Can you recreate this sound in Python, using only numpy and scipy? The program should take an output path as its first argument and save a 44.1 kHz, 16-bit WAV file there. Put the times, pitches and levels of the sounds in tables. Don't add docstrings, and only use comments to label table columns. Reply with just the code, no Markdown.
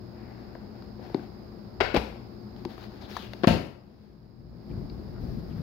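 import sys
import numpy as np
from scipy import signal
from scipy.fft import rfft, irfft, next_fast_len
from scipy.io import wavfile
from scipy.ndimage import uniform_filter1d, minimum_filter1d, map_coordinates

SR = 44100
rng = np.random.default_rng(int(sys.argv[2]) if len(sys.argv) > 2 else 0)


def transcribe(u):
    v = np.clip(np.atleast_2d(u).T, -1, 1)
    q = np.round(v * 32767).astype(np.int16)
    wavfile.write(sys.argv[1], SR, q)


N = 247823

# freq_hz, correlation
STEREO_LIKENESS = [(60, 0.98), (130, 0.52), (290, 0.53), (640, 0.27), (1400, 0.008), (15000, 0.035)]
# freq_hz, gain_db
RIGHT_MIC_RESPONSE = [(60, -3.5), (170, -6), (400, -10), (720, -7), (1100, -20.5), (1600, -13), (3000, -14),
                      (5000, -10), (6500, 1), (8000, -3), (15000, -0.5)]
# freq_hz, t60_s
ROOM_DECAY = [(80, 0.41), (300, 0.58), (1000, 0.68), (4000, 0.49), (14000, 0.56)]
# freq_hz, density_db
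ROOM_SPECTRUM = [(100, 5), (220, -12.5), (400, -2), (650, -6), (1000, -6), (4000, -1), (7000, -0.5),
                 (12000, 0.5)]
# freq_hz, density_db
AIR_SPECTRUM = [(20, -15.5), (48, -6), (90, -2), (120, -3), (150, -10), (205, 1.5), (270, -7.5),
                (360, -7.5), (520, -16), (800, -18.5), (1500, -27.5), (3200, -40.5), (4200, -34),
                (5050, -28), (5700, -50), (6800, -47.5), (8500, -65), (12000, -46), (16000, -47)]
# freq_hz, left_minus_right_db
AIR_BALANCE = [(60, 3), (200, 6.5), (600, 9), (1300, 1), (2400, -3), (3300, -2.5), (5000, -11.5),
               (6500, -6), (9000, 2.5), (15000, 0)]
# pitch_hz, level_db
HUM_TONES = [(59.2, -57), (118.4, -52.5), (209.9, -55), (355.3, -58)]

# start_s, length_s, rumble_db, brush_db
HAND_AND_ARM_SWEEPS = [(3.8, 0.67, -49, -60), (4.36, 0.28, -44.5, -67), (4.655, 0.23, -38.5, -58.5),
                       (4.87, 0.36, -45, -59.5), (5.18, 0.29, -39.5, -50.5), (5.42, 0.44, -43, -52.5)]
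# freq_hz, density_db
RUMBLE_SPECTRUM = [(20, -29), (45, 2.5), (80, -2), (180, 2.5), (260, -8), (350, -11.5), (700, -23.5),
                   (1500, -66)]
# freq_hz, density_db
BRUSH_SPECTRUM = [(300, 9), (700, -6), (1500, -3.5), (3000, -14), (5000, -7.5), (7000, -32), (9000, -38),
                  (12000, -21), (16000, -23)]
# start_s, length_s, level_db, centre_hz
SKIN_RUSTLES = [(4.689, 0.03, -62, 2480), (4.715, 0.089, -64, 1300), (5.139, 0.062, -58, 1350),
                (5.501, 0.035, -61.5, 2660), (5.558, 0.036, -58, 1290)]
# start_s, level_db, pitch_hz
PILE_NUDGES = [(4.734, -22.5, 189), (4.755, -21, 90), (4.765, -24, 142), (4.835, -32, 273),
               (5.235, -24.5, 240), (5.365, -28, 237), (5.398, -25, 111), (5.529, -28, 152)]

# start_s, length_s, shuffle_db, slide_db
RUB_STROKES = [(0.08, 0.72, -48.5, -71), (0.74, 0.17, -52, -64.5), (0.99, 0.31, -44, -56.5),
               (1.3, 0.2, -54.5, -80), (2.54, 0.25, -70, -59), (2.685, 0.089, -47.5, -55.5),
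               (2.765, 0.12, -42.5, -50), (2.87, 0.18, -50, -56), (3.005, 0.11, -45, -56),
               (3.08, 0.21, -46.5, -44.5), (3.26, 0.27, -56, -54), (3.85, 0.32, -60, -58),
               (5.49, 0.16, -56, -65.5)]
# freq_hz, density_db
SHUFFLE_SPECTRUM = [(200, -17), (500, 4.5), (800, 8.5), (1100, -5), (1500, -1.5), (2100, -7), (2900, -15),
                    (6000, -64), (16000, -68)]
# freq_hz, density_db
SLIDE_SPECTRUM = [(300, -17), (900, 5), (1600, 4.5), (2800, 0.5), (4600, 2.5), (5400, -7), (6500, -14.5),
                  (8500, -28), (11000, -16.5), (16000, -15)]
# start_s, length_s, level_db, from_hz, to_hz
EDGE_SCRAPES = [(0.133, 0.35, -65, 2060, 1730), (0.286, 0.19, -72, 4700, 4570),
                (0.994, 0.13, -68, 4660, 4530), (2.688, 0.037, -57, 4130, 3400),
                (2.804, 0.049, -57, 4530, 3760), (3.008, 0.06, -53, 4640, 3550),
                (3.096, 0.18, -51, 4900, 2600)]
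# start_s, level_db
LOOP_FLICKS = [(0.823, -48), (4.8981, -40.5)]
# pitch_hz, level_db, t60_s
LOOP_MODES = [(2326, -11, 0.03), (2750, -12, 0.03), (3930, -8, 0.025), (4280, -1, 0.02), (4650, -1, 0.028)]
# start_s, tick_db, treble_db, click_db, click_hz, knock_db, knock_hz, knock_delay_s
COVER_TAPS = [(0.552, -43, -2, -35, 1640, -36.5, 610, 0.00086),
              (0.5561, -52, -2, -32, 1000, -41, 470, 0.00037), (0.823, -41, 1, -39, 1340, -52, 405, 0.0023),
              (.994, -49, -2, -37, 764, -37, 524, 0.0021), (1.099, -49, -2, -32.5, 870, -36, 402, 0.0023),
              (1.1454, -21.5, -20, -16.5, 806, -12.5, 280, 0.0018),
              (1.1954, -52, -2, -38, 1540, -31, 270, 0.00026),
              (2.564, -36.5, -2, -50, 1500, -63, 400, .002),
              (2.6515, -21.5, 7.5, -20.5, 935, -22.5, 286, 0.0058),
              (2.7056, -44, -2, -39, 1090, -48, 446, 0.002),
              (2.779, -54, -2, -30.5, 1160, -37, 370, 0.0023),
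              (3.113, -27, -10, -46, 1700, -36, 370, 0.0013), (3.167, -19, 7, -15, 1120, -30, 840, 0.0029),
              (3.171, -29, 3, -23.5, 1700, -42, 920, 0.0019),
              (3.3345, -20.5, 2, -34, 890, -35.5, 624, 0.00063)]
# start_s, level_db, pitch_hz, t60_s
HOLLOW_RINGS = [(1.15, -16, 383, 0.043), (1.165, -29.5, 298, 0.099), (1.8077, -13.5, 390, 0.061),
                (2.656, -16.5, 343, 0.054), (3.482, -15.5, 615, 0.062)]
# pitch_hz, level_db, t60_s
TABLETOP_MODES = [(79, -9, .5), (141, -5, .35), (168, -1, .3), (202, -4, .35), (224, -3, .35),
                  (277, -9, .3), (353, -6, .3), (381, -7, .3), (482, -3, .33), (547, -3, .33),
                  (608, -9.5, .32), (706, -3, .3), (760, 0, .35), (900, 2, .3), (1089, -2.5, .35),
                  (1195, -3, .3), (1320, 0, .35), (1510, -3, .2), (1588, -3, .3), (2110, -2, .25),
                  (2430, -4, .25), (2780, -7, .25)]

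# time_s, treble_tilt_db, surround_db, tabletop_db, clack_db
BOOK_LANDINGS = [(1.804, -5, -4, -55.5, -11.5), (1.943, -3, -10.5, -55, -17), (3.436, -10, -19, -57, -20),
                 (3.472, -2.5, -0.5, -55.5, -27)]
# start_s, slap_db, slap_t60_s, thud_db, thud_hz
LANDING_CONTACTS = [(1.804, -18, 0.04, -31, 510), (1.8076, -9, 0.018, -28, 400),
                    (1.8111, -15.5, 0.014, -37, 376), (1.8159, -17, 0.049, -21.5, 450),
                    (1.942, -24, 0.03, -12.5, 307), (1.9458, -20, 0.041, -18.5, 583),
                    (1.9502, -35, 0.03, -16, 266), (1.9546, -22.5, 0.073, -18, 467),
                    (1.9628, -13, 0.043, -12.5, 410), (1.9675, -21, .04, -21, 857),
                    (1.9714, -20.5, 0.082, -14, 232), (3.435, -18.5, 0.028, -11.5, 280),
                    (3.4411, -19, 0.058, -9, 360), (3.4433, -20, 0.015, -17, 1110),
                    (3.4455, -35, .014, -18, 583), (3.4724, -10.5, 0.049, 0.5, 230),
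                    (3.4789, -15, 0.044, -10, 576), (3.486, -22, .03, -17, 380),
                    (3.509, -31.5, 0.041, -14.5, 190), (3.522, -29, 0.033, -18, 180),
                    (3.538, -27, .03, -15, 316)]
# freq_hz, density_db
SLAP_SPECTRUM = [(60, -3), (250, -4), (600, 8.5), (1100, 1), (1700, -2), (2600, -2), (3300, -7),
                 (4800, -7.5), (6300, -28.5), (8500, -44), (11000, -37), (16000, -37)]
# pitch_hz, level_db, t60_s
COVER_MODES = [(1528, 4, 0.038), (2250, 0.5, 0.038), (2890, -10, 0.052), (3485, -2.5, 0.034),
               (4680, -15.5, 0.075)]
# start_s, level_db, rise_s, t60_s
WIRE_JOLTS = [(1.804, -55.5, 0.001, .06), (1.9448, -40.5, 0.0003, 0.038), (1.963, -44.5, 0.0014, .08),
              (1.9665, -36, 0.00044, 0.023), (1.976, -44, .0004, 0.026), (3.168, -47, .0003, 0.037),
              (3.435, -52, .0005, .04), (3.441, -51, .001, 0.056), (3.4704, -30, .0003, 0.04),
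              (3.478, -37.5, 0.0028, 0.24), (3.667, -50, 0.00036, 0.029)]
# freq_hz, level_db
WIRE_SPECTRUM = [(2000, -28.5), (5000, 6.5), (8000, -8), (11000, -5.5), (14000, -6), (16000, -14)]
# start_s, level_db, pitch_hz
AIR_PUFFS = [(1.964, -21.5, 59.6), (3.507, -16, 81.2)]


def amp(db):
    return 10 ** (np.asarray(db) / 20)


def unit_rms(x):
    return x / np.sqrt(np.mean(x ** 2) + 1e-20)


def curve(points, hz):
    knots_hz, values = np.transpose(points)
    return np.interp(np.log(hz + 1), np.log(knots_hz + 1), values)


def wobble(rate_hz):
    knots = rng.standard_normal(int(N * rate_hz / SR) + 4)
    return map_coordinates(knots, [np.arange(N) * rate_hz / SR])


def filtered(x, response):
    n = x.shape[-1]
    n_fft = next_fast_len(n + SR // 4)
    return irfft(rfft(x, n_fft) * response(np.fft.rfftfreq(n_fft, 1 / SR)), n_fft)[..., :n]


def noise(spectrum=None, size=N):
    def mid_side_gains(hz):
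        angle = np.arccos(np.clip(curve(STEREO_LIKENESS, hz), -1, 1)) / 2
        gain = 1 if spectrum is None else amp(curve(spectrum, hz))
        return gain * np.array([np.cos(angle), np.sin(angle)])
    mid, side = filtered(rng.standard_normal((2, size)), mid_side_gains)
    return unit_rms(np.array([mid + side, mid - side]))


def add(track, start_s, sound):
    part = track[:, round(start_s * SR):][:, :sound.shape[-1]]
    part += sound[..., :part.shape[-1]]


def ring(t, hz, t60_s, attack_s):
    return np.sin(2 * np.pi * hz * t) * amp(-60 * t / t60_s) * (1 - np.exp(-t / attack_s))


def grains(times_s, hz, gain, t60_s):
    t = np.arange(SR // 50) / SR
    pings = gain[:, None] * ring(t, hz[:, None], t60_s, attack_s=0.00032)
    indices = (times_s * SR).astype(int)[:, None] + np.arange(len(t))
    return np.bincount(indices.ravel(), pings.ravel(), SR)[:SR]


def burst(t, spectrum, tilt, t60_s, snap):
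    n_fft = 2 * next_fast_len(len(t))
    hz = np.fft.rfftfreq(n_fft, 1 / SR)
    cepstrum = irfft(np.log(amp(curve(spectrum, hz) + curve(tilt, hz))), n_fft)
    response = np.exp(rfft(np.r_[cepstrum[0], 2 * cepstrum[1:n_fft // 2]], n_fft))
    crack = noise(size=len(t)) * amp(-60 * t / t60_s)
    crack[:, 0] += snap * np.linalg.norm(crack[0])
    coloured = irfft(rfft(crack, n_fft) * response, n_fft)[:, :len(t)]
    return coloured / np.sqrt(np.mean(np.abs(response) ** 2))


def movements(rows, rise_share=0.2, fall_share=0.32):
    envelopes = 0
    for start_s, length_s, *levels_db in rows:
        progress = (np.arange(N) / SR - start_s) / length_s
        ramp = np.clip(np.minimum(progress / rise_share, (1 - progress) / fall_share), 0, 1)
        envelopes += np.outer(amp(levels_db), np.sin(np.pi / 2 * ramp))
    return envelopes


def room(sound, build_up_s=0.013):
    t = np.arange(sound.shape[-1]) / SR
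    hz, frames_s, bands = signal.stft(noise(ROOM_SPECTRUM, len(t)), SR, nperseg=256)
    decay = amp(-60 * frames_s / curve(ROOM_DECAY, hz)[:, None])
    tail = signal.istft(bands * decay, SR, nperseg=256)[1][:, :len(t)]
    tail *= 1 - np.exp(-(t / build_up_s) ** 2)
    return signal.fftconvolve(sound, tail / np.linalg.norm(tail[0]), axes=1)[:, :len(t)]


def background():
    t = np.arange(N) / SR
    air = amp(-45) * noise(AIR_SPECTRUM)
    hum = sum(amp(db) * np.sqrt(2) * np.sin(2 * np.pi * hz * t + 1.04 * wobble(5.3))
              for hz, db in HUM_TONES)
    return filtered(air + hum, lambda hz: amp(curve(AIR_BALANCE, hz) * np.array([[0.5], [-0.5]])))


def hand_and_arm_sweeps():
    rumble_gain, brush_gain = movements(HAND_AND_ARM_SWEEPS)
    lumps = unit_rms(amp(1.5 * wobble(50)))
    rumble = amp(7.5) * rumble_gain * noise(RUMBLE_SPECTRUM)
    brush = brush_gain * noise(BRUSH_SPECTRUM)
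    return lumps * (rumble + brush)


def arm_touches(gap_scale_s=1 / 800, spread_oct=0.25):
    out, t = np.zeros((2, N)), np.arange(SR // 4) / SR
    for start_s, length_s, db, centre_hz in SKIN_RUSTLES:
        gap, pitch, size = rng.standard_normal((120, 3)).T
        times_s = np.cumsum(np.abs(gap)) * gap_scale_s
        progress = np.clip(times_s / length_s, 0, 1)
        gain = size * np.sqrt(progress * (1 - progress))
        slips = grains(times_s, centre_hz * 2 ** (spread_oct * pitch), gain, t60_s=0.006)
        add(out, start_s, amp(db) * np.sqrt(length_s) * unit_rms(slips))
    for start_s, db, hz in PILE_NUDGES:
        add(out, start_s, amp(db) * ring(t, hz, t60_s=0.11, attack_s=0.0057))
    return out


def rubbing():
    shuffle_gain, slide_gain = movements(RUB_STROKES)
    pressure = unit_rms(amp(1.2 * wobble(300) + 0.8 * wobble(25)))
    hands = amp(-5.5) * shuffle_gain * noise(SHUFFLE_SPECTRUM)
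    covers = amp(-2.0) * slide_gain * noise(SLIDE_SPECTRUM)
    return pressure * (hands + covers)


def scrapes(gap_scale_s=1 / 910, spread_oct=0.21, spread_db=2.5):
    out = np.zeros((2, N))
    for start_s, length_s, db, from_hz, to_hz in EDGE_SCRAPES:
        gap, pitch, size = rng.standard_normal((400, 3)).T
        times_s = np.cumsum(np.abs(gap)) * gap_scale_s
        progress = np.clip(times_s / length_s, 0, 1)
        glide_hz = from_hz * (to_hz / from_hz) ** progress
        hz = glide_hz * 2 ** (spread_oct * np.minimum(pitch, 1))
        gain = amp(-spread_db * size) * np.sqrt(progress * (1 - progress))
        slips = grains(times_s, hz, gain, t60_s=0.0058)
        scrape = amp(db) * np.sqrt(length_s) * unit_rms(slips)[None]
        add(out, start_s, scrape + amp(-2.5) * room(scrape))
    return out


def wire_pings():
    out, t = np.zeros((2, N)), np.arange(SR // 4) / SR
    loop = sum(amp(db) * ring(t, hz, t60_s, attack_s=0.00039) for hz, db, t60_s in LOOP_MODES)
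    for start_s, db in LOOP_FLICKS:
        add(out, start_s, amp(db) * loop)
    return out


def table_and_room(blow, tabletop_db):
    t = np.arange(blow.shape[-1]) / SR
    modes = sum(amp(db + tabletop_db) * ring(t, hz, t60_s, attack_s=0.0033)
                for hz, db, t60_s in TABLETOP_MODES)
    return signal.fftconvolve(blow, modes[None], axes=1)[:, :len(t)] + room(blow)


def page_thud(t, hz, t60_s, delay_s):
    swing = ring(np.maximum(t - delay_s, 0), hz, t60_s, attack_s=0.00019)
    return signal.sosfilt(signal.butter(2, 0.63 * hz, "highpass", fs=SR, output="sos"), swing)


def taps():
    out, t = np.zeros((2, N)), np.arange(SR // 2) / SR
    for start_s, tick_db, treble_db, click_db, click_hz, knock_db, knock_hz, delay_s in COVER_TAPS:
        tilt = [(5000, 13), (9000, treble_db)]
        tick = amp(tick_db - 13) * burst(t, SLIDE_SPECTRUM, tilt, t60_s=0.018, snap=1.04)
        click = amp(click_db) * ring(t, click_hz, t60_s=0.011, attack_s=0.000068)
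        knock = amp(knock_db + 8) * page_thud(t, knock_hz, t60_s=0.017, delay_s=delay_s)
        blow = tick + click + knock
        add(out, start_s, blow + amp(-14) * table_and_room(blow, tabletop_db=-45.5))
    for start_s, db, hz, t60_s in HOLLOW_RINGS:
        add(out, start_s, amp(db) * ring(t, hz, t60_s, attack_s=0.00068))
    return out


def wire_rattle(t, rise_s, t60_s, ticks_per_s=1900):
    channels = []
    for draws in rng.random((2, 2000, 3)):
        gap, pitch, size = draws.T
        times_s = np.cumsum(-np.log(1 - gap)) / ticks_per_s
        hz = 3000 + 12800 * pitch
        gain = amp(curve(WIRE_SPECTRUM, hz) - 5 * np.log(1 - 0.95 * size))
        channels.append(unit_rms(grains(times_s, hz, gain, t60_s=0.004)[:len(t)]))
    return np.array(channels) * (1 - np.exp(-t / rise_s)) * amp(-60 * t / t60_s)


def cover_clack(t, detune=0.033):
    return sum(amp(db) * ring(t, hz * np.exp(detune * rng.standard_normal()), t60_s, attack_s=0.0001)
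               for hz, db, t60_s in COVER_MODES)


def book_drops():
    out, t = np.zeros((2, N)), np.arange(SR * 3 // 4) / SR
    for start_s, slap_db, t60_s, thud_db, thud_hz in LANDING_CONTACTS:
        nearest = min(BOOK_LANDINGS, key=lambda landing: abs(landing[0] - start_s))
        _, tilt_db, surround_db, tabletop_db, clack_db = nearest
        tilt = [(2000, 0), (8000, tilt_db)]
        slap = burst(t, SLAP_SPECTRUM, tilt, t60_s, snap=0.2)
        clack = amp(clack_db) * cover_clack(t)
        thud = page_thud(t, thud_hz, t60_s=0.023, delay_s=0.00038)
        blow = amp(slap_db) * (slap + clack) + amp(thud_db + 5.5) * thud
        add(out, start_s, blow + amp(surround_db + 3.5) * table_and_room(blow, tabletop_db))
    for start_s, db, rise_s, t60_s in WIRE_JOLTS:
        wires = amp(db) * wire_rattle(t, rise_s, t60_s)
        add(out, start_s, wires + amp(-4.5) * room(wires, build_up_s=0.012))
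    for start_s, db, hz in AIR_PUFFS:
        add(out, start_s, amp(db) * ring(t, hz, t60_s=0.28, attack_s=0.0028))
    return out


def scene():
    left, right = (book_drops() + taps() + wire_pings() + rubbing() + scrapes()
                   + hand_and_arm_sweeps() + arm_touches())
    muffled = filtered(right, lambda hz: amp(curve(RIGHT_MIC_RESPONSE, hz)))
    return np.array([left, muffled]) + background()


def gain_control(x, threshold_db=-18, depth_db=10, hold_s=0.88, attack_s=0.32, release_s=0.47):
    level_db = 10 * np.log10(np.abs(uniform_filter1d(x[0] ** 2, SR // 10)) + 1e-12)
    cut_db = depth_db * np.clip(level_db - threshold_db, 0, 1)
    window = int(hold_s * SR) | 1
    held_db = -minimum_filter1d(-cut_db, window, origin=window // 2, mode="constant")
    ramps_db = [signal.fftconvolve(held_db, np.ones(n) / n)[:N]
                for n in (int(attack_s * SR), int(release_s * SR))]
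    return x * amp(-np.minimum(*ramps_db))


def record(dry, hiss_db=-91, top_hz=15800):
    heard = signal.sosfilt(signal.butter(2, 32, "highpass", fs=SR, output="sos"), dry)
    clipped = np.clip(gain_control(heard), -1, 1)
    hiss = amp(hiss_db) * rng.standard_normal((2, N))
    return filtered(clipped + hiss, lambda hz: hz < top_hz)


dry = scene()
out = record(dry)
transcribe(out)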